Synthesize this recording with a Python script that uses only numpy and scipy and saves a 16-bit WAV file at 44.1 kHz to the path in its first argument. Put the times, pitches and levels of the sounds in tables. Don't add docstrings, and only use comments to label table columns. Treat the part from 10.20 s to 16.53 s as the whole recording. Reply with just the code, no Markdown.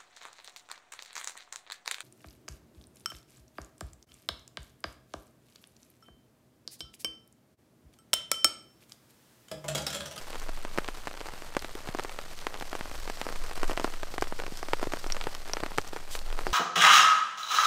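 import sys
import numpy as np
from scipy import signal
from scipy.fft import rfft, irfft
from scipy.io import wavfile
from scipy.ndimage import uniform_filter1d

SR = 44100
rng = np.random.default_rng(int(sys.argv[2]) if len(sys.argv) > 2 else 0)


def unload_audio(sound):
    columns = np.transpose(np.atleast_2d(sound))
    steps = np.round(np.clip(columns, -1, 1) * 32767)
    wavfile.write(sys.argv[1], SR, steps.astype(np.int16))


N = 279153

# start in seconds, punch level in dB, contact time in ms,
# ground echo delay in ms.
BIG_DROPS = [(0.131, -24, 0.086, 2.0), (0.1456, -26, 0.17, 3.2), (0.1569, -24, 0.17, 4.2),
             (0.286, -27, 0.13, 3.1), (0.2922, -24.5, 0.24, 2.6), (0.3743, -29.5, 0.13, 0.91),
             (0.4502, -20, 0.24, 3.05), (0.5766, -15.5, 0.17, 3.1), (0.5852, -8.5, 0.2, 0.48),
             (0.6455, -23.5, 0.071, 2.5), (0.6798, -21, 0.053, 1.2), (0.6867, -17, 0.17, 2.8),
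             (0.8723, -16.5, 0.21, 0.97), (0.8793, -23, 0.13, 3.8), (0.9123, -26.5, 0.18, 1.4),
             (0.9404, -27.5, 0.18, 3.4), (0.9516, -33, 0.19, 3.0), (0.9746, -27, 0.17, 3),
             (1.0063, -24.5, 0.083, 2.3), (1.0129, -23.5, 0.18, 2), (1.0585, -26, 0.15, 2.1),
             (1.0674, -26.5, 0.21, 3.1), (1.0868, -23.5, 0.17, 2.3), (1.1371, -26, 0.22, 2.3),
             (1.2218, -25.5, 0.19, 2.5), (1.35, -24, 0.12, 2), (1.3676, -9, 0.26, 3.4),
             (1.4241, -26, 0.09, 2.4), (1.4464, -19.5, 0.18, 3), (1.6048, -31, 0.14, 3.4),
             (1.6741, -23, 0.17, 2.5), (1.7488, -18.5, 0.33, 2.67), (1.7878, -19, 0.2, 2.9),
             (1.796, -14.5, 0.16, 2.2), (1.8483, -22, 0.24, 2.45), (1.895, -22.5, 0.065, 2.2),
             (1.989, -18, 0.14, 1.5), (2.2686, -12.5, 0.16, 2.83), (2.3425, -21, 0.11, 2.5),
             (2.352, -27.5, 0.19, 4.8), (2.411, -24, 0.16, 5.5), (2.4242, -19.5, 0.19, 3.6),
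             (2.5303, -17.5, 0.2, 2.8), (2.5523, -17.5, 0.22, 2.44), (2.657, -25.5, 0.21, 2.8),
             (2.7146, -26, 0.22, 3.2), (2.877, -21.5, 0.2, 2.3), (2.8993, -18, 0.22, 4.1),
             (3.0149, -14, 0.094, 3.6), (3.067, -19.5, 0.28, 3.1), (3.0893, -21, 0.17, 1.2),
             (3.1038, -28.5, 0.56, 1.5), (3.1256, -23.5, 0.19, 1.3), (3.1589, -24, 0.13, 1.8),
             (3.2837, -36, 0.077, 3.3), (3.3123, -22.5, 0.16, 3.8), (3.377, -22, 0.21, 2.7),
             (3.432, -12.5, 0.27, 2.64), (3.4427, -21, 0.18, 1.9), (3.4969, -17, 0.28, 2.5),
             (3.511, -20.5, 0.14, 2.6), (3.5167, -19.5, 0.24, 3.3), (3.5756, -12, 0.14, 2.9),
             (3.598, -16, 0.21, 3.1), (3.6142, -27, 0.49, 1.6), (3.645, -9, 0.26, 2.74),
             (3.7386, -21, 0.087, 3), (3.8322, -18, 0.2, 3.04), (3.9407, -22.5, 0.23, 2.3),
             (3.9812, -15, 0.19, 2.6), (4.0234, -10, 0.28, 2.5), (4.0414, -23, 0.077, 2.3),
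             (4.1911, -24, 0.14, 2.6), (4.1931, -26.5, 0.27, 2.3), (4.2, -18, 0.12, 1.8),
             (4.221, -26, 0.2, 3.3), (4.2372, -24.5, 0.25, 5), (4.2653, -19.5, 0.097, 2.6),
             (4.2794, -28, 0.46, 2), (4.4294, -19, 0.21, 2.5), (4.4856, -22, 0.21, 3.2),
             (4.534, -7, 0.16, 2.1), (4.5963, -24.5, 0.21, 1.9), (4.6154, -25, 0.2, 2.3),
             (4.629, -15, 0.3, 2.85), (4.6402, -22.5, 0.15, 1.9), (4.6711, -19.5, 0.69, 2.0),
             (4.722, -20.5, 0.13, 2.4), (4.736, -14, 0.22, 3.07), (4.771, -24.5, 0.11, 1.9),
             (4.8427, -21.5, 0.16, 2.2), (4.8643, -23, 0.31, 2.8), (4.9015, -20, 0.1, 1.4),
             (4.947, -25.5, 0.18, 3.2), (4.967, -19.5, 0.13, 1.6), (5.0124, -17.5, 0.074, 2.1),
             (5.0403, -22.5, 0.086, 2.5), (5.07, -15, 0.29, 2.14), (5.1507, -24, 0.11, 2.6),
             (5.257, -30, 0.16, 2.8), (5.2969, -24, 0.17, 2.4), (5.3371, -21.5, 0.27, 1.2),
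             (5.3695, -16, 0.14, 2.1), (5.4038, -22, 0.2, 1.5), (5.4355, -14.5, 0.24, 2.55),
             (5.4625, -19.5, 0.16, 3.1), (5.577, -23.5, 0.3, 3.4), (5.584, -6.5, 0.17, 2.28),
             (5.7321, -22.5, 0.35, 2.2), (5.7632, -20.5, 0.19, 2.1), (5.7696, -24, 0.13, 2.6),
             (5.9524, -16.5, 0.061, 1.7), (6.1026, -28, 0.13, 2.6), (6.1275, -21.5, 0.1, 2.1),
             (6.1907, -17, 0.17, 2.2), (6.2102, -29, 0.23, 2.3), (6.2352, -29.5, 0.16, 1.7),
             (6.2681, -12.5, 0.22, 2.4), (6.2963, -34, 0.22, 1.4)]
# time in seconds, echo level in dB relative to the drop.
GROUND_ECHO = [(0.0, -10), (1.4, -15.5), (1.75, -6.5), (3.1, -17.5), (3.5, -10), (4.7, -7), (6.33, -12)]
# start in seconds, level in dB, pitch in Hz.
BRIGHT_SPLASHES = [(0.1984, -33.5, 5400), (0.872, -38, 3660), (1.071, -35, 6850), (1.3928, -34, 4650),
                   (1.4213, -34, 9000), (1.5521, -37.5, 3480), (1.8365, -30.5, 7000), (2.1898, -36.5, 3730),
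                   (2.2135, -38, 3670), (2.374, -41, 4180), (2.3997, -34.5, 3500), (2.497, -38, 4070),
                   (2.7542, -37, 5080), (2.8, -37, 5330), (2.9973, -41, 5100), (3.015, -32, 3800),
                   (3.4784, -35, 6000), (3.559, -44, 6000), (3.612, -41, 8000), (3.6421, -33, 4400),
                   (4.0124, -33, 4900), (4.1907, -41, 4100), (4.373, -32, 5350), (5.1492, -30.5, 5100),
                   (5.2866, -37, 5200), (5.578, -29, 4790), (5.5831, -29, 7450), (5.9908, -32, 4600)]
# start in seconds, level in dB, pitch in Hz,
# time to fall 60 dB in seconds.
GEAR_PINGS = [(1.553, -28.5, 390, 0.021), (1.689, -44, 130, 0.054), (4.87, -30.5, 5860, 0.02),
              (4.9225, -22.5, 5650, 0.02), (5.3345, -21.5, 5730, 0.019), (5.585, -29.5, 81.5, 0.065),
              (5.6151, -31.5, 5980, 0.012), (5.6763, -31, 5900, 0.0079), (6.272, -36.5, 355, 0.19),
              (6.272, -46, 4750, 0.2), (6.271, -46, 5350, 0.11)]
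# time in seconds, swell of the hiss in dB, patter on the sheet in dB.
RAIN_LEVELS = [(0.0, -50, -43), (0.33, -63, -48.5), (1.51, -63.5, -48.5), (2.61, -51.5, -47),
               (3.12, -47.5, -46), (3.52, -53, -43.5), (3.97, -51, -51), (4.37, -48, -51.5),
               (4.85, -47.5, -46.5), (5.08, -55, -47.5), (5.99, -55, -49), (6.33, -55, -45.5)]
# time in seconds, level in dB.
FLAME_LEVELS = [(0.0, -43.5), (0.3, -29.5), (0.95, -42), (2.54, -36.5), (2.8, -33.5), (3.06, -39),
                (3.22, -24), (3.31, -36), (3.45, -20), (3.57, -36), (3.77, -29.5), (3.94, -35.5),
                (4.08, -29), (4.4, -36.5), (4.59, -28.5), (4.8, -36), (4.9, -25), (5.12, -34), (5.8, -36.5),
                (6.17, -26), (6.33, -33)]
# time of the peak in seconds, level there in dB.
ROAR_FLARES = [(2.72, -37.5), (3.21, -40), (4.01, -41), (4.15, -50), (4.45, -50), (4.68, -48), (5.96, -43),
               (6.32, -36)]
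# start in seconds, level in dB,
# length of the push in ms, swing-back in Hz.
FIRE_POPS = [(1.6880, -20, 0.1, 200), (1.6889, -26, 0.84, 120), (2.6101, -16.5, 0.13, 60),
             (3.6777, -21.5, 0.19, 200), (4.072, -24, 0.12, 250), (4.1243, -19, 0.24, 199),
             (4.3217, -30, 0.71, 152), (5.43, -23.5, 0.39, 60), (5.5183, -26.5, 0.17, 150)]
# frequency in Hz, relative level in dB per Hz.
HISS_COLOUR = [(35, -34), (60, 3.5), (156, -3), (417, -14.5), (968, -11.5), (3270, -12.5), (8000, -16),
               (16000, -17)]
# frequency in Hz, relative level in dB per Hz.
SWELL_COLOUR = [(1500, -7), (3000, -12.5), (5400, -3.5), (6500, -6.5), (9000, -10), (12000, -10.5)]
# frequency in Hz, relative level in dB per Hz.
SHIVER_COLOUR = [(200, 5), (500, 7), (1200, 8.5), (3000, -2), (5500, -14), (9000, -8), (16000, -15)]
# frequency in Hz, relative level in dB per Hz.
ROAR_COLOUR = [(12, 4.5), (22, -9), (35, 3.5), (55, -3.5), (80, -14.5), (140, -42)]
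# frequency in Hz, relative level in dB per Hz.
CLOTH_COLOUR = [(1500, -14), (3500, -5), (8000, -2), (16000, -6)]
# frequency in Hz, gain in dB.
MIC_RESPONSE = [(4500, 0), (5600, -2), (6400, -3.5), (8300, -3), (9800, -8), (13000, -7), (15600, -13.5)]


def gain_of(db):
    return 10 ** (np.asarray(db) / 20)


def evened(x):
    return x / np.sqrt(np.mean(x ** 2) + 1e-20)


def curve(rows, axis):
    rows = np.array(rows)
    return np.interp(np.arange(N) / SR, rows[:, 0], rows[:, axis])


def coloured(x, points):
    f, db = np.transpose(points)
    hz = np.fft.rfftfreq(len(x), 1 / SR)
    gain = gain_of(np.interp(np.log(hz + 1), np.log(f + 1), db))
    return evened(irfft(rfft(x) * gain, len(x)))


def add(mix, s, sound):
    part = mix[round(s * SR):][:len(sound)]
    part += sound[:len(part)]


def random_hits(per_s, spread_db, most):
    size = gain_of(spread_db * np.minimum(rng.exponential(1, N), most))
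    return size * (rng.random(N) < per_s / SR)


def hiss(bursts_per_s=120, fade_s=0.0079):
    bursts = rng.random(N) * (rng.random(N) < bursts_per_s / SR)
    flicker = signal.lfilter([1], [1, -np.exp(-1 / (fade_s * SR))], bursts)
    steady = gain_of(-52) * coloured(rng.standard_normal(N), HISS_COLOUR)
    swell_gain = gain_of(curve(RAIN_LEVELS, axis=1))
    swell = swell_gain * coloured(rng.standard_normal(N), SWELL_COLOUR)
    return evened(1 + 1.66 * flicker) * (steady + swell)


def flame_throb(mean_hz=13, wander_hz=3):
    smooth = uniform_filter1d(rng.standard_normal(N), size=2500)
    wander = evened(uniform_filter1d(smooth, size=2500))
    phase = 2 * np.pi * np.cumsum(mean_hz + wander_hz * wander) / SR
    throb = evened(np.sin(phase) + 0.11 * np.sin(2 * phase))
    return gain_of(curve(FLAME_LEVELS, axis=1)) * throb


def fire_roar(floor_db=-52, rise_db_per_s=115, fall_db_per_s=55):
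    t = np.arange(N) / SR
    roar_db = np.full(N, float(floor_db))
    for s, db in ROAR_FLARES:
        below_peak = np.maximum(rise_db_per_s * (s - t), fall_db_per_s * (t - s))
        roar_db = np.maximum(roar_db, db - below_peak)
    return gain_of(roar_db) * coloured(rng.standard_normal(N), ROAR_COLOUR)


def brush():
    start_s, rise_s, fade_s = 5.905, 0.0095, 0.013
    hold_s, tail_s = 0.059, 0.051
    t = np.arange(N) / SR - start_s
    rise = np.clip(t / rise_s, 0, 1)
    slide = gain_of(-38) * np.clip(1 - (t - hold_s) / fade_s, 0, 1)
    trail = gain_of(-51) * np.clip(1 - (t - hold_s - tail_s) / fade_s, 0, 1)
    grain = evened(uniform_filter1d(rng.standard_normal(N), size=90))
    cloth = coloured(rng.standard_normal(N), CLOTH_COLOUR)
    return rise * np.maximum(slide, trail) * gain_of(1.4 * grain) * cloth


def punch(contact_ms, sheet_hz=150, damping=3.07):
    u = np.arange(1024) / SR / (contact_ms / 1000)
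    push = -(u * np.exp(1 - u)) ** 2
    w = 2 * np.pi * sheet_hz
    b, a = signal.bilinear([1, 0, 0], [1, damping * w, w * w], SR)
    y = signal.lfilter(b, a, push)
    return y / -y.min()


def pops():
    out, t = np.zeros(N), np.arange(1024) / SR
    for (s, db, ms, hz), noise in zip(FIRE_POPS, rng.standard_normal((len(FIRE_POPS), 1024))):
        rattle = coloured(noise, SHIVER_COLOUR) * gain_of(-22.0 - 60 * t / 0.049)
        add(out, s, gain_of(db) * (rattle - punch(ms, hz, damping=1.35)))
    return out


def splash(hz, noise, top_db=-14):
    t = np.arange(len(noise)) / SR
    colour = [(hz / 4, -20), (hz / 1.25, -6), (hz, 0), (hz * 1.42, -6), (hz * 3, top_db)]
    tick = 6.17 * (t == 0)
    burst = coloured(noise - tick, colour)
    return burst * (gain_of(-60 * t / 0.0067) + gain_of(-22.5 - 60 * t / 0.11))


def pings():
    out, t = np.zeros(N), np.arange(4096) / SR
    for (s, db, hz, t60), noise in zip(GEAR_PINGS, rng.standard_normal((len(GEAR_PINGS), 4096))):
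        flutter = 1 + 0.75 * evened(uniform_filter1d(noise, size=40))
        tone = flutter * np.sin(2 * np.pi * hz * t) * gain_of(-60 * t / t60)
        add(out, s, gain_of(db) * (gain_of(-6.0) * splash(hz, noise) - tone))
    return out


def bright_splashes():
    out = np.zeros(N)
    noises = rng.standard_normal((len(BRIGHT_SPLASHES), 1024))
    for (s, db, hz), noise in zip(BRIGHT_SPLASHES, noises):
        add(out, s, gain_of(db) * splash(hz, noise))
    return out


def fine_spatter(level_db=-54):
    hits = random_hits(per_s=450, spread_db=1.5, most=3)
    patch, out = rng.integers(0, 16, N), np.zeros(N)
    for k, hz in enumerate(np.geomspace(3000, 13000, num=16)):
        burst = splash(hz, rng.standard_normal(1024)) * (3000 / hz) ** 0.38
        out += signal.oaconvolve(hits * (patch == k), burst)[:N]
    return gain_of(level_db) * evened(out)


def drop(contact_ms, echo_ms, echo_db, noise):
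    t = np.arange(1024) / SR
    y = punch(contact_ms)
    add(y, echo_ms / 1000, gain_of(echo_db) * punch(1.6 * contact_ms))
    shiver = gain_of(-19.5 - 60 * t / 0.035) + gain_of(-33.5 - 60 * t / 0.041)
    onset = np.minimum(t / 0.00027, 1)
    return y + coloured(noise, SHIVER_COLOUR) * shiver * onset


def patter(patches=24):
    hits = random_hits(per_s=300, spread_db=4.0, most=2.6)
    patch, out = rng.integers(0, patches, N), np.zeros(N)
    for k, (a, b, c, d) in enumerate(rng.random((patches, 4))):
        contact_ms, echo_ms, echo_db = 0.045 * 3.9 ** a, 1.483 + 2.437 * b, -14 + 9 * c
        burst_hz, burst_db = 3500 + 6000 * b, -16 + 10 * d
        tap = drop(contact_ms, echo_ms, echo_db, rng.standard_normal(1024))
        tap = tap + gain_of(burst_db) * splash(burst_hz, rng.standard_normal(1024))
        out += signal.oaconvolve(hits * (patch == k), tap)[:N]
    return gain_of(curve(RAIN_LEVELS, axis=2)) * evened(out)


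def big_drops():
    middling_db, middling_burst_db, growth = -18, -36, 0.72
    burst_hz, burst_lead_s = 4400, 0.00021
    out = np.zeros(N)
    echo_db = curve(GROUND_ECHO, axis=1)
    noises = rng.standard_normal((len(BIG_DROPS), 2, 1024))
    for (s, db, ms, echo_ms), (shiver_noise, burst_noise) in zip(BIG_DROPS, noises):
        add(out, s, gain_of(db) * drop(ms, echo_ms, echo_db[round(s * SR)], shiver_noise))
        burst_db = middling_burst_db + growth * (db - middling_db)
        burst = splash(burst_hz, burst_noise, top_db=-21)
        add(out, s - burst_lead_s, gain_of(burst_db) * burst)
    return out


def scene():
    background = hiss() + flame_throb() + fire_roar() + brush() + pops()
    water = pings() + bright_splashes() + fine_spatter() + patter()
    return (background + water + big_drops())[None]


def record(dry):
    f, db = np.transpose(MIC_RESPONSE)
    hz = np.linspace(0, SR / 2, num=257)
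    doubled_db = 2 * np.interp(hz, f, db)
    colour = signal.minimum_phase(signal.firwin2(511, hz, gain_of(doubled_db), fs=SR))
    heard = signal.lfilter(colour, 1, dry)
    edge_hz = 15650
    band_limit = signal.firwin(511, edge_hz, window=("kaiser", 9), fs=SR)
    return signal.oaconvolve(heard, band_limit[None], "same")


dry = scene()
out = record(dry)
unload_audio(out)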